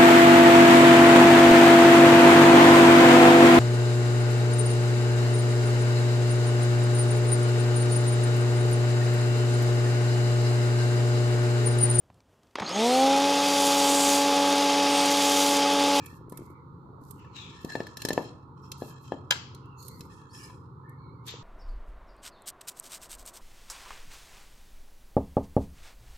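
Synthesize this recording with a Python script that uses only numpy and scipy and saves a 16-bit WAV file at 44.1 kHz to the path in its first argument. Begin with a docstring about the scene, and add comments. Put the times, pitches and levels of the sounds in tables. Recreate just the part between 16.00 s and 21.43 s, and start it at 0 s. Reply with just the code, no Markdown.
"""A hand sets raw potato pieces into the gravy of a clay pot and gathers more on a plate, close by.
Soft plops (low tones rising in pitch) and small smacks (noise bursts) come first, then a double swish of
sinking resonances. A cluster of thumps (single pressure swings) rings the plate (damped modes), two more
follow, then a hard clack of crockery modes, more plops, rising squeaks (swept sines) and a last scrape.
Rubbing noise, tiled-room reverberation, a low hum, a rumble and a soft rush lie around them."""
import sys
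import numpy as np
from scipy import signal
from scipy.fft import rfft, irfft, next_fast_len
from scipy.io import wavfile
from scipy.ndimage import map_coordinates

SR = 44100
rng = np.random.default_rng(int(sys.argv[2]) if len(sys.argv) > 2 else 0)


def transcribe(signal):
    """Save signal, clipped to [-1, 1], as a 16-bit WAV file at the path in sys.argv[1]."""
    frames = np.atleast_2d(signal).T
    limited = np.clip(frames, -1, 1)
    pcm = np.round(limited * 32767).astype(np.int16)
    wavfile.write(sys.argv[1], SR, pcm)


N = 239405
T = np.arange(N) / SR
HIT_T = np.arange(SR // 6) / SR  # time axis of one hit
PORT_SIDES = np.array([[1], [-1]])  # left, right

# All dB are relative: each source adds its own trim.
# Background spectra. Each row: frequency in Hz, level in dB.
RUMBLE_TONE = [(15, -45), (30, -40.5), (43, -19.5), (62, -10), (90, -0.5), (130, -5), (165, -1.5),
               (205, -11.5), (280, -8.5), (370, -11.5), (480, -16), (550, -24), (630, -42), (1500, -92.5)]
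RUSH_TONE = [(660, -40), (760, -9), (900, 3.5), (1050, 4), (1300, 3), (1430, -4.5), (1580, -22),
             (2500, -57)]
HISS_TONE = [(1000, -4.5), (1800, 1.5), (2150, -3.5), (2900, -11.5), (4100, 5.5), (5300, -13), (7100, -12),
             (9500, -20), (13000, -11.5), (15000, -34)]
# Hum partials. Each row: frequency in Hz, level in dB.
HUM_PARTIALS = [(89, -64.5), (117, -54.5), (135, -54)]
# Hum strength, which dips, then grows and stays. Each row: time in seconds, level in dB.
HUM_SWELL = [(0, 0.5), (1.5, -3.5), (2.4, 3), (5.43, 2)]

# Decay of the tiled room. Each row: frequency in Hz, t60 in seconds.
KITCHEN_T60 = [(150, 0.8), (600, 0.52), (1700, 0.44), (4000, 0.58), (7500, 0.38), (13000, 0.045)]
# Spectrum kept by the ceiling's echo. Each row: frequency in Hz, level in dB.
ECHO_TONE = [(300, -6), (1000, 2), (3500, 0), (5500, -11), (8000, -16), (15000, -4.5)]
# Left minus right at the microphone ports. 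Each row: frequency in Hz, difference in dB.
PORTS = [(120, -0.5), (300, 2), (1000, 4.5), (1800, 2.5), (3000, 4.5), (4800, 2.5), (6200, -3),
         (7500, -11.5), (10000, -14), (14000, -15.5)]
TOP_HZ = 15400

# Friction spectra. Each row: frequency in Hz, level in dB.
SCRAPE_TONE = [(1000, -11), (1800, -3), (2600, -1), (3700, 6), (4800, -2), (7500, -6.5), (8600, -53),
               (13500, -45), (15000, -47)]
RUB_TONE = [(1400, -23.5), (1760, 19.5), (2000, -20), (2350, -11), (3800, -7.5), (5200, 5), (6200, 2),
            (7300, 2.5), (10400, -1), (13300, -9), (15000, -43)]
SLIDE_TONE = [(1500, -17.5), (2500, -14.5), (3200, -13.5), (4300, 4), (5600, -2), (6900, 2.5), (9000, -2),
              (13500, 4), (14800, -27.5)]
SWISH_TONE = [(1200, -15.5), (2000, -1.5), (2700, 4), (3800, -3.5), (4800, -3.5), (7500, -3), (8500, -22),
              (15000, -26.5)]
# Faint hollow rubs. Each row: start in seconds, length in seconds, level in dB, mean resonance in Hz,
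# width in Hz.
HOLLOWS = [(-.02, 0.1, -55.5, 2450, 398), (.11, 0.044, -58.5, 1730, 232), (0.31, 0.3, -67.5, 2150, 347),
           (2.612, 0.058, -61.5, 5380, 450), (2.885, 0.05, -69, 2570, 600), (3.608, 0.21, -68, 2756, 220.4),
           (3.771, 0.18, -56, 4250, 452.5), (3.763, 0.13, -59, 6550, 888), (3.888, 0.16, -65.5, 2130, 330),
           (4.364, 0.15, -59.5, 2330, 298), (4.37, 0.1, -59.5, 2860, 301), (4.823, 0.17, -61, 1760, 139.5),
           (4.86, 0.65, -73, 2230, 139), (4.964, 0.22, -72.5, 4260, 500)]
HOLLOW_ATTACK_S, HOLLOW_SAG_DB, HOLLOW_T60_S = 0.026, 7, 0.22
# Slosh of the gravy. Each row: start in seconds, length in seconds, level in dB, resonance in Hz.
SLOSHES = [(0.815, 0.21, -60, 690)]
# Double swish. Each row: start in seconds, length in seconds, level in dB, initial resonance in Hz.
SWISHES = [(1.156, 0.072, -55, 3060), (1.319, 0.12, -43, 4308)]
SWISH_ATTACK_S, SWISH_SAG_DB, SWISH_T60_S = 0.042, 9.5, 0.49
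SWISH_SINK, SWISH_SINK_S = 0.32, 0.13  # share of pitch finally lost, time constant
SWISH_LOWER = .71  # weaker resonance / main resonance
# Short scrape. Each row: start in seconds, length in seconds, level in dB.
SCRAPES = [(5.25, 0.04, -43)]
SCRAPE_ATTACK_S, SCRAPE_SAG_DB, SCRAPE_T60_S = 0.032, -1.5, 0.47
# Finger rubs on the glaze. Each row: start in seconds, length in seconds, level in dB.
RUBS = [(4.075, 0.029, -56.5), (4.285, 0.16, -51.5)]
RUB_ATTACK_S, RUB_SAG_DB, RUB_T60_S = 0.054, -2.5, 0.37
# Wet fingers sliding over pieces. Each row: start in seconds, length in seconds, level in dB.
SLIDES = [(.02, 0.15, -55), (.29, 0.23, -61), (.995, 0.19, -56.5), (1.59, 0.23, -56), (1.96, 0.27, -50.5),
          (2.6, 0.091, -63), (2.76, 0.14, -48.5), (2.98, 0.1, -59), (3.765, 0.13, -47.5),
          (3.89, 0.17, -55.5), (5.25, 0.035, -36.5)]
SLIDE_ATTACK_S, SLIDE_SAG_DB, SLIDE_T60_S = 0.023, 1, 0.11
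# Pieces dragged over the plate. Each row: start in seconds, length in seconds, level in dB,
# extra level of the lowest mode in dB.
DRAGS = [(-.02, 0.13, -53.5, 5), (.31, 0.092, -60, -6), (1.475, 0.18, -47.5, 1), (1.671, 0.19, -40.5, 2.5),
         (1.976, 0.31, -44.5, -4.5), (2.557, .06, -60.5, -13), (2.622, 0.051, -52, -19),
         (2.79, 0.18, -47.5, 0), (3.023, 0.12, -49, -4), (4.08, 0.059, -52.5, 6), (4.162, 0.15, -56.5, 2.5),
         (4.322, 0.19, -51, -1)]
DRAG_ATTACK_S, DRAG_SAG_DB, DRAG_T60_S = 0.022, 4.5, .38
DRAG_CATCH_DB, DRAG_CATCH_PER_S = 2.2, 140
DRAG_WAVER, DRAG_FLUTTER_DB = .014, 4  # wander of each mode: share of pitch, level
SWELL_DB = 30  # swell of every stroke during its attack
UNEVEN_DB, UNEVEN_PER_S = 1.8, 24  # hand pressure

# Finger squeaks on the glaze. Each row: start in seconds, length in seconds, start pitch in Hz,
# end pitch in Hz, level in dB.
SQUEAKS = [(4.292, 0.038, 4220, 4800, -62), (4.304, 0.021, 5150, 5600, -66),
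           (4.323, 0.056, 5020, 5630, -53), (4.336, 0.031, 6500, 7250, -68),
           (4.376, 0.025, 5230, 5420, -51.5), (4.377, 0.039, 5600, 5720, -58),
           (4.39, .035, 4600, 4740, -65), (4.425, 0.034, 4890, 5210, -48),
           (4.433, 0.018, 5450, 6060, -61.5)]
# Hard clack, a graze and the blow. Each row: time in seconds, level in dB.
CLACKS = [(3.306, -24), (3.3082, -5.5)]
# Modes of the clacking crockery. Each row: frequency in Hz, level in dB, t60 in seconds,
# width as side minus mid in dB, left minus right in dB.
CROCKERY_MODES = [(830, -8, .03, -18, 0), (975, -11, .07, -14, 4), (1404, -7, .045, -2, -9),
                  (1615, -4, .05, -8, 1), (1690, -1, .05, -11, 9), (2075, -12, .06, 0, 5),
                  (2392, -9, .045, -5, -4), (2656, -3.5, .045, 13, -7), (2970, 4.5, .03, 18, -5),
                  (3240, 1.5, .042, 18, 2), (3480, -2, .022, -16, 0), (3852, -1.5, .033, -10, -1),
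                  (4142, -6, .045, -16, -2), (4600, -8, .033, 13, -2), (4966, -1.5, .033, -16, -2),
                  (5280, -7, .026, 13, -4), (6195, -7.5, .045, -8, 0), (7130, -4, .022, 10, -6),
                  (7426, 0, .022, 0, -1), (10180, -17, .03, 0, 0)]
# Spectra of the clack's crack and of what it throws into the room. Each row: frequency in Hz, level in dB.
CRACK_TONE = [(300, -30.5), (500, -2), (1000, -5.5), (2000, -12.5), (3600, 1), (5000, -6.5), (5700, -12),
              (7500, -1.5), (8100, -15.5), (13300, -19.5), (14300, -26.5)]
WASH_TONE = [(300, -11.5), (900, -1.5), (1700, 1.5), (2300, 2.5), (3500, -0.5), (5000, -1.5), (7400, -7),
             (8200, -19.5), (13500, -20), (15000, -36)]
# Soft plops. Each row: time in seconds, level in dB, base pitch in Hz (before a factor).
PLOPS = [(0.128, -36, 223), (0.21, -36, 310), (0.281, -34, 303), (0.39, -30, 300), (0.406, -32, 255),
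         (0.418, -30, 268), (0.477, -45, 286), (0.501, -35, 290), (0.983, -50, 490), (1.015, -37, 208),
         (3.542, -39.5, 316), (3.654, -39.5, 278), (4.006, -33, 205), (5.338, -31, 388)]

# Plate modes, some close together near 4 and 5.3 kHz. Each row: mean frequency in Hz, level in dB,
# typical t60 in seconds.
PLATE_MODES = [(1745, 14, 0.039), (2634, -5.5, 0.028), (3250, -7.5, 0.03), (3940, -16.5, 0.03),
               (4070, -9.5, 0.029), (4190, -10.5, .035), (5270, -10, 0.024), (5410, -9.5, 0.019),
               (6400, -15.5, 0.024), (7200, -13, 0.026), (8700, -18, .018)]
SPOT_DB, SPOT_OCTAVES = 10.5, .3  # lift and reach of the favoured plate modes
# Contact spectra. Each row: frequency in Hz, level in dB.
CLICK_TONE = [(300, 4.5), (1400, -10), (2600, -7), (4000, 1), (5500, 0.5), (7500, -0.5), (9000, -15),
              (16000, -29)]
KNOCK_TONE = [(300, -1), (850, 10), (1300, -4), (1950, -2.5), (2300, -1), (4500, -4), (7000, -25),
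              (10000, -34.5)]
SPIT_TONE = [(3000, -58), (6500, -8), (8500, 5.5), (13500, 8.5), (14500, -15), (16000, -33.5)]
BOOM_TONE = [(60, -23), (130, -3), (300, 4), (600, -7.5), (900, -4), (1300, -21), (3000, -57.5)]
# Light taps of wet pieces. Each row: time in seconds, plate ring in dB, click in dB, favoured frequency in Hz.
TAPS = [(0.047, -56.5, -63, 2600), (0.062, -59, -43.5, 7200), (.3735, -63.5, -50, 2700),
        (1.2467, -58.5, -67, 2600), (1.7007, -42, -62, 5400), (1.7205, -42, -43.5, 4200),
        (1.8678, -43.5, -43, 5400), (1.9698, -46, -31.5, 5500), (2.0185, -46.5, -28.5, 4260),
        (2.717, -71, -29, 5100), (3.5469, -79, -43.5, 4200), (3.656, -80, -62, 2700),
        (4.0065, -64, -38, 5400), (4.215, -63, -63, 4300), (4.4995, -61, -60, 5370)]
TAP_SPIT_DB = -8.5  # above click
# Wet fingers peeling off a piece. Each row: time in seconds, spit in dB.
SMACKS = [(0.059, -41), (0.2957, -46.5), (0.3203, -46), (0.372, -37.5), (0.501, -61.5), (1.108, -38.5),
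          (3.8813, -36), (4.893, -56.5)]
SMACK_CLICK_DB = -7  # above spit
# Dull little knocks. Each row: time in seconds, peak in dB, frequency in Hz.
KNOCKS = [(0.323, -42, 987), (1.247, -50, 1120), (4.216, -49.5, 1150), (4.499, -44.5, 1000),
          (4.832, -56, 1067)]
KNOCK_T60_S = 0.097
# Pieces bumping the plate. Each row: time in seconds, thump in dB, contact speed as Hz (before a factor),
# plate ring in dB, click in dB, frequency favoured by the struck spot in Hz.
THUMPS = [(0.324, -32, 239, -62, -55, 4000), (1.648, -25, 217, -53, -38.5, 4200),
          (1.7546, -20.5, 395, -32.5, -42, 4000), (1.8051, -22.5, 327, -38, -51.5, 5400),
          (2.052, -22, 285, -34.5, -22, 5450), (2.088, -27.5, 312, -36.5, -23, 4200),
          (2.107, -19, 372, -30, -38.5, 5300), (2.132, -26, 300, -55, -27.5, 7100),
          (2.1787, -12.5, 435, -32.5, -43.5, 2850), (2.8219, -23.5, 350, -50.5, -54.5, 4200),
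          (3.1218, -18.5, 425, -41.5, -60, 3100)]
TOUCH_LEAD_S = 0.0019  # surfaces meet this long before the full shove
# Low cut of the thumps: little deep bass. Each row: frequency in Hz, gain in dB.
THUMP_LOW_CUT = [(25, -12), (50, -4.5), (110, -0.5), (300, 0)]


def amp(db):
    """dB to linear gain."""
    return 10 ** (np.asarray(db) / 20)


def unit(x):
    """x at rms 1."""
    return x / np.sqrt(np.mean(x ** 2) + 1e-20)


def burst(x):
    """x with the energy of 10 ms at rms 1."""
    return unit(x) * np.sqrt(.01 * SR / x.shape[-1])


def along(points, hz):
    """(Hz, value) points interpolated on a log frequency axis."""
    f, v = np.transpose(points)
    return np.interp(np.log(hz + 1), np.log(f + 1), v)


def level(rows):
    """Gain per sample from (s, dB) rows, silent outside them."""
    s, db = np.transpose(rows)
    return amp(np.interp(T, s, db, left=-150, right=-150))


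def wobble(rate):
    """Smooth random curve, rate knots per second."""
    knots = rng.standard_normal(int(N * rate / SR) + 4)
    places = np.arange(0, len(knots) - 1, 1 / 8)
    return np.interp(T * rate, places, map_coordinates(knots, [places]))


def fade(t60_s):
    """Exponential decay over one hit."""
    return np.exp(-np.log(1000) * HIT_T / t60_s)


def colour(x, points):
    """Minimum-phase filter with the gain of (Hz, dB) points."""
    size = 2 * next_fast_len(x.shape[-1] // 2 + 4096)
    gain = amp(along(points, np.fft.rfftfreq(size, 1 / SR)))
    cepstrum = irfft(np.log(gain))
    cepstrum[1:size // 2] *= 2  # fold to causal
    cepstrum[size // 2 + 1:] = 0
    response = np.exp(rfft(cepstrum))
    return irfft(rfft(x, size) * response, size)[..., :x.shape[-1]]


def pair(size, alike):
    """White noise at two ports, sharing the power fraction alike."""
    a, b, both = rng.standard_normal((3, size))
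    share = np.clip(alike, 0, 1)
    return np.sqrt(share) * both + np.sqrt(1 - share) * np.array([a, b])


def puff(tone, t60_s, alike, rise_s=0.0013):
    """Short burst of coloured noise."""
    envelope = fade(t60_s) * (1 - np.exp(-HIT_T / rise_s))
    return burst(colour(pair(len(HIT_T), alike) * envelope, tone))


def add(track, s, sound):
    """Mix a sound in at s seconds."""
    part = track[:, max(round(s * SR), 0):][:, :sound.shape[-1]]
    part += sound[..., :part.shape[-1]]


def stroke(start_s, length_s, db, attack_s, sag_db, t60_s):
    """Gain of one rubbing stroke: swell, sag over its length, exponential release."""
    age = T - start_s
    swell_db = SWELL_DB * np.minimum(age / attack_s - 1, 0)
    release = np.exp(-np.log(1000) * np.maximum(age - length_s, 0) / t60_s)
    return amp(db + swell_db - sag_db * np.clip(age / length_s, 0, 1)) * release


def strokes(rows, attack_s, sag_db, t60_s):
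    """Gain of strokes of one shape, summed in power."""
    return np.sqrt(sum(stroke(*row, attack_s, sag_db, t60_s) ** 2 for row in rows))


def unevenness():
    """Gain of a hand that presses unevenly as it moves."""
    return unit(amp(UNEVEN_DB * wobble(UNEVEN_PER_S)))


def friction(tone, grain_db, alike):
    """Sliding contact: noise of rms 1, broken up by tiny slips."""
    return unit(colour(pair(N, alike) * amp(grain_db * wobble(350)), tone))


def hollow(hz, width_hz):
    """Rubbing noise of rms 1 in one resonance, steady or moving: a carrier with random quadratures."""
    phase = 2 * np.pi * np.cumsum(hz * np.ones(N)) / SR
    ports = [wobble(width_hz) * np.cos(phase) + wobble(width_hz) * np.sin(phase) for _ in range(2)]
    return unit(np.array(ports))


def background():
    """Wavering low hum in a rumble, a narrow rush that is brighter on the right, faint hiss."""
    hum = 0
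    for hz, db in HUM_PARTIALS:
        hum = hum + amp(db + 2.6 * wobble(1.9)) * np.sin(2 * np.pi * hz * T + wobble(4.3))
    hum = level(HUM_SWELL) * hum
    rumble = amp(-50.5 + wobble(10)) * unit(colour(pair(N, alike=0.9), RUMBLE_TONE))
    left, right = amp(-51.5 + wobble(6.7)) * unit(colour(pair(N, alike=0.38), RUSH_TONE))
    left = colour(left, [(1000, -7), (1100, -7.0), (1250, -28.0), (1600, -10.5)])
    hiss = amp(-82.5 + 0.67 * wobble(1.5)) * unit(colour(pair(N, alike=0.033), HISS_TONE))
    return hum + rumble + np.array([left, right]) + hiss


def kitchen(x):
    """Tiled room's answer: noise tail in which each frequency dies at its own speed."""
    hz, t, z = signal.stft(rng.standard_normal((2, SR * 3 // 4)), SR, nperseg=256)
    decay = np.exp(-np.log(1000) * t / along(KITCHEN_T60, hz)[:, None])
    tail = signal.istft(z * decay, SR, nperseg=256)[1]
    tail *= 1 - np.exp(-np.arange(tail.shape[1]) / SR / 0.001)
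    return signal.fftconvolve(x, tail / np.linalg.norm(tail[0]), axes=1)[:, :N]


def hollow_rubs():
    """Some strokes sound faintly hollow, each in one resonance that wavers and breaks up."""
    out = np.zeros((2, N))
    for s, length_s, db, hz, width_hz in HOLLOWS:
        gain = stroke(s, length_s, db, HOLLOW_ATTACK_S, HOLLOW_SAG_DB, HOLLOW_T60_S)
        out += gain * hollow(hz * (1 + .022 * wobble(20)), width_hz)
    return out * unevenness()


def slosh():
    """Thick gravy swirls around dipping fingers and murmurs in the mouth of the pot."""
    out = np.zeros((2, N))
    for s, length_s, db, hz in SLOSHES:
        gain = stroke(s, length_s, db, attack_s=0.032, sag_db=0.5, t60_s=0.22)
        out += gain * hollow(hz, width_hz=620)
    return out * unevenness()


def swish():
    """Something is drawn along twice, further off; two resonances sink while the room holds earlier pitch."""
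    out = np.zeros((2, N))
    hiss = friction(SWISH_TONE, grain_db=3, alike=0.045)
    for s, length_s, db, hz in SWISHES:
        sunk = SWISH_SINK * (1 - np.exp(-np.maximum(T - s, 0) / SWISH_SINK_S))
        main = hollow(hz * (1 - sunk), width_hz=480)
        lower = amp(-7) * hollow(SWISH_LOWER * hz * (1 - sunk), width_hz=400)
        gain = stroke(s, length_s, db, SWISH_ATTACK_S, SWISH_SAG_DB, SWISH_T60_S)
        out += gain * (amp(-4) * (main + lower) + amp(-7.5) * hiss)
    out *= amp(1.7 * wobble(90))
    return (amp(-1.5) * out + amp(-3) * kitchen(out)) * amp(PORT_SIDES)  # 2 dB to the left


def scrapes():
    """Friction noise of a scrape, of rubs on the glaze and of fingers among the wet pieces."""
    scrape = strokes(SCRAPES, SCRAPE_ATTACK_S, SCRAPE_SAG_DB, SCRAPE_T60_S)
    scrape = scrape * friction(SCRAPE_TONE, grain_db=1.0, alike=0.092)
    rub = amp(-4.5) * strokes(RUBS, RUB_ATTACK_S, RUB_SAG_DB, RUB_T60_S)
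    rub = rub * friction(RUB_TONE, grain_db=2.5, alike=0.3)
    slide = amp(-11.5) * strokes(SLIDES, SLIDE_ATTACK_S, SLIDE_SAG_DB, SLIDE_T60_S)
    slide = slide * friction(SLIDE_TONE, grain_db=3.0, alike=0.035)
    return scrape + rub + slide * amp(1.8 * wobble(45)) * unevenness()


def drags():
    """Dragged pieces catch and go; hand-damped plate modes waver and take turns as the contact travels."""
    modes = []
    for hz, db, t60_s in PLATE_MODES:
        flutter = amp(db + DRAG_FLUTTER_DB * wobble(14))
        modes.append(flutter * hollow(hz * (1 + DRAG_WAVER * wobble(12)), width_hz=7.5 / t60_s))
    slips = friction(CLICK_TONE, grain_db=2.5, alike=0.062) * amp(2.5 * wobble(65))
    shape = DRAG_ATTACK_S, DRAG_SAG_DB, DRAG_T60_S
    lowest_gain = strokes([(s, length_s, db + low_db) for s, length_s, db, low_db in DRAGS], *shape)
    upper_gain = strokes([row[:3] for row in DRAGS], *shape)
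    lowest = lowest_gain * amp(-11.5) * unit(modes[0])
    upper = upper_gain * (amp(-10.5) * unit(sum(modes[1:])) + amp(-15.0) * slips)
    catching = unit(amp(DRAG_CATCH_DB * wobble(DRAG_CATCH_PER_S)))
    return (lowest + upper) * unevenness() * catching


def squeaks():
    """A wet finger sticks and slips on the glaze: thin rising chirps with a weak octave."""
    out = np.zeros((2, N))
    for s, length_s, start_hz, end_hz, db in SQUEAKS:
        u = np.clip((T - s) / length_s, 0, 1)
        hz = (start_hz + (end_hz - start_hz) * u) * (1 + 0.014 * wobble(600))
        phase = 2 * np.pi * np.cumsum(hz) / SR
        tone = np.sin(phase) + amp(-15) * np.sin(2 * phase)
        out += amp(db + 1.4 * wobble(250)) * np.sin(np.pi * u) * tone
    return out


def crockery(scatter_db):
    """Crockery's ring: each mode radiates its own way, so has its own stereo width and side."""
    out = 0
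    for hz, db, t60_s, width_db, pan_db in CROCKERY_MODES:
        pan = unit(amp(PORT_SIDES * pan_db / 2))
        swing = rng.choice([-1, 1]) * amp(db + scatter_db * rng.normal()) * pan
        phase = PORT_SIDES * np.arctan(amp(width_db))
        out = out + swing * fade(t60_s) * np.sin(2 * np.pi * hz * HIT_T + phase)
    return burst(out * (1 - np.exp(-HIT_T / 0.00096)))


def clack():
    """Hard crockery is knocked: crack and short ring, near scatter, ceiling echo, room wash."""
    out, thrown = np.zeros((2, 2, N))
    for s, db in CLACKS:
        body = amp(-13.5) * crockery(scatter_db=.5)
        crack = amp(-19.5) * puff(CRACK_TONE, t60_s=.016, alike=.65, rise_s=.0004)
        scatter = amp(-31) * puff(CRACK_TONE, t60_s=0.18, alike=0.29, rise_s=0.0054)
        scatter = scatter * amp(1.6 * wobble(250)[:len(HIT_T)])
        add(out, s, amp(db) * (body + crack + scatter))
        add(thrown, s, amp(db - 28.0) * puff(WASH_TONE, t60_s=0.012, alike=0.32, rise_s=0.00058))
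    add(out, .0132, amp(-6.0) * colour(out, ECHO_TONE))  # ceiling, 13.2 ms later
    return out + kitchen(thrown)


def plops():
    """Pieces settle in thick gravy: a few low cycles that rise in pitch."""
    out = np.zeros((2, N))
    for s, db, hz in PLOPS:
        turns = hz * 1.12 * (HIT_T + 6 * HIT_T ** 2)
        envelope = fade(9 / hz) * (1 - np.exp(-HIT_T / 0.00017))
        add(out, s + 0.0015, amp(db - 2) * np.sin(2 * np.pi * turns) * envelope)
    return out


def wet_click(click_db, spit_db):
    """Wet surfaces touch or part with a click and a fine spit."""
    click = amp(click_db - 12) * puff(CLICK_TONE, t60_s=0.023, alike=0.085, rise_s=0.0043)
    spit = amp(spit_db - 9) * puff(SPIT_TONE, t60_s=0.018, alike=0.14, rise_s=0.003)
    return click + spit


def ring(modes, scatter_db, spread_hz):
    """Modes struck together at new strengths; the higher ones reach the ports out of step."""
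    out = 0
    for hz, db, t60_s in modes:
        phase = PORT_SIDES / 2 * rng.normal() * hz / spread_hz
        swing = rng.choice([-1, 1]) * amp(db + scatter_db * rng.normal())
        out = out + swing * fade(t60_s) * np.sin(2 * np.pi * hz * HIT_T + phase)
    return burst(out * (1 - np.exp(-HIT_T / 0.00082)))


def plate_blow(ring_db, click_db, spot_hz):
    """A push rings the whole plate, its sharp click only the upper modes; the spot favours some."""
    scatter = rng.standard_normal((len(PLATE_MODES), 3)) * [.011, 0, .18]  # log pitch, none, log t60
    held = np.array(PLATE_MODES) * np.exp(scatter)
    octaves_off = np.log2(held[:, 0] / spot_hz)
    held[:, 1] += SPOT_DB * np.exp(-(octaves_off / SPOT_OCTAVES) ** 2)
    push = amp(ring_db - 2.5) * ring(held, scatter_db=1.5, spread_hz=10000)
    knock = amp(ring_db - 8.5) * puff(KNOCK_TONE, t60_s=.025, alike=0.45)
    tink = amp(click_db - 14.5) * ring(held[1:], scatter_db=2, spread_hz=3000)
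    return push + knock + tink + wet_click(click_db, click_db + TAP_SPIT_DB)


def ticks():
    """Bumps and taps click and ring the plate, damped anew by hand and load; smacks leave it still."""
    out = np.zeros((2, N))
    bumps = [(s - TOUCH_LEAD_S, *blow) for s, _, _, *blow in THUMPS]
    for s, ring_db, click_db, spot_hz in bumps + list(TAPS):
        add(out, s, plate_blow(ring_db, click_db, spot_hz))
    for s, db in SMACKS:
        add(out, s, wet_click(db + SMACK_CLICK_DB, db))
    for s, db, hz in KNOCKS:
        add(out, s, amp(db) * np.sin(2 * np.pi * hz * HIT_T) * fade(KNOCK_T60_S))
    return out


def thumps():
    """A soft piece shoves the plate once: a dip and a crest of pressure, then stove and pot boom briefly."""
    out = np.zeros((2, N))
    lead_s = .005  # room for the dip ahead of s
    for s, db, hz, *_ in THUMPS:
        u = 2 * np.pi * hz * 1.066 * (HIT_T - lead_s)
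        add(out, s - lead_s, amp(db + 2.0) * u * np.exp((1 - u * u) / 2))
        add(out, s + 0.00091, amp(db - 17.0) * puff(BOOM_TONE, t60_s=0.13, alike=0.88))
    return colour(out, THUMP_LOW_CUT)


def scene():
    """Knocks, plops and squeaks with the kitchen's answer, among rubbing sounds and over the hum."""
    low, small, hard, chirps = thumps() + plops(), ticks(), clack(), squeaks()
    room = kitchen(amp(-21.5) * low + amp(-13.5) * small + amp(-20.0) * hard + amp(-12.5) * chirps)
    boom = amp(-12.0) * kitchen(low).mean(axis=0)  # long waves reach both ports alike
    rubbing = swish() + scrapes() + drags() + hollow_rubs() + slosh()
    return low + small + hard + chirps + rubbing + room + boom + background()


def record(dry):
    """Left port hears more body, right more treble; nothing is kept above the band limit."""
    size = next_fast_len(N + SR // 4)
    hz = np.fft.rfftfreq(size, 1 / SR)
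    gains = amp(along(PORTS, hz) * PORT_SIDES / 2)
    band = np.clip((TOP_HZ - hz) / 700 + .5, 0, 1)  # 700 Hz slope centred on TOP_HZ
    return irfft(rfft(dry, size) * gains / gains.mean(axis=0) * band, size)[:, :N]


dry = scene()
out = record(dry)
transcribe(out)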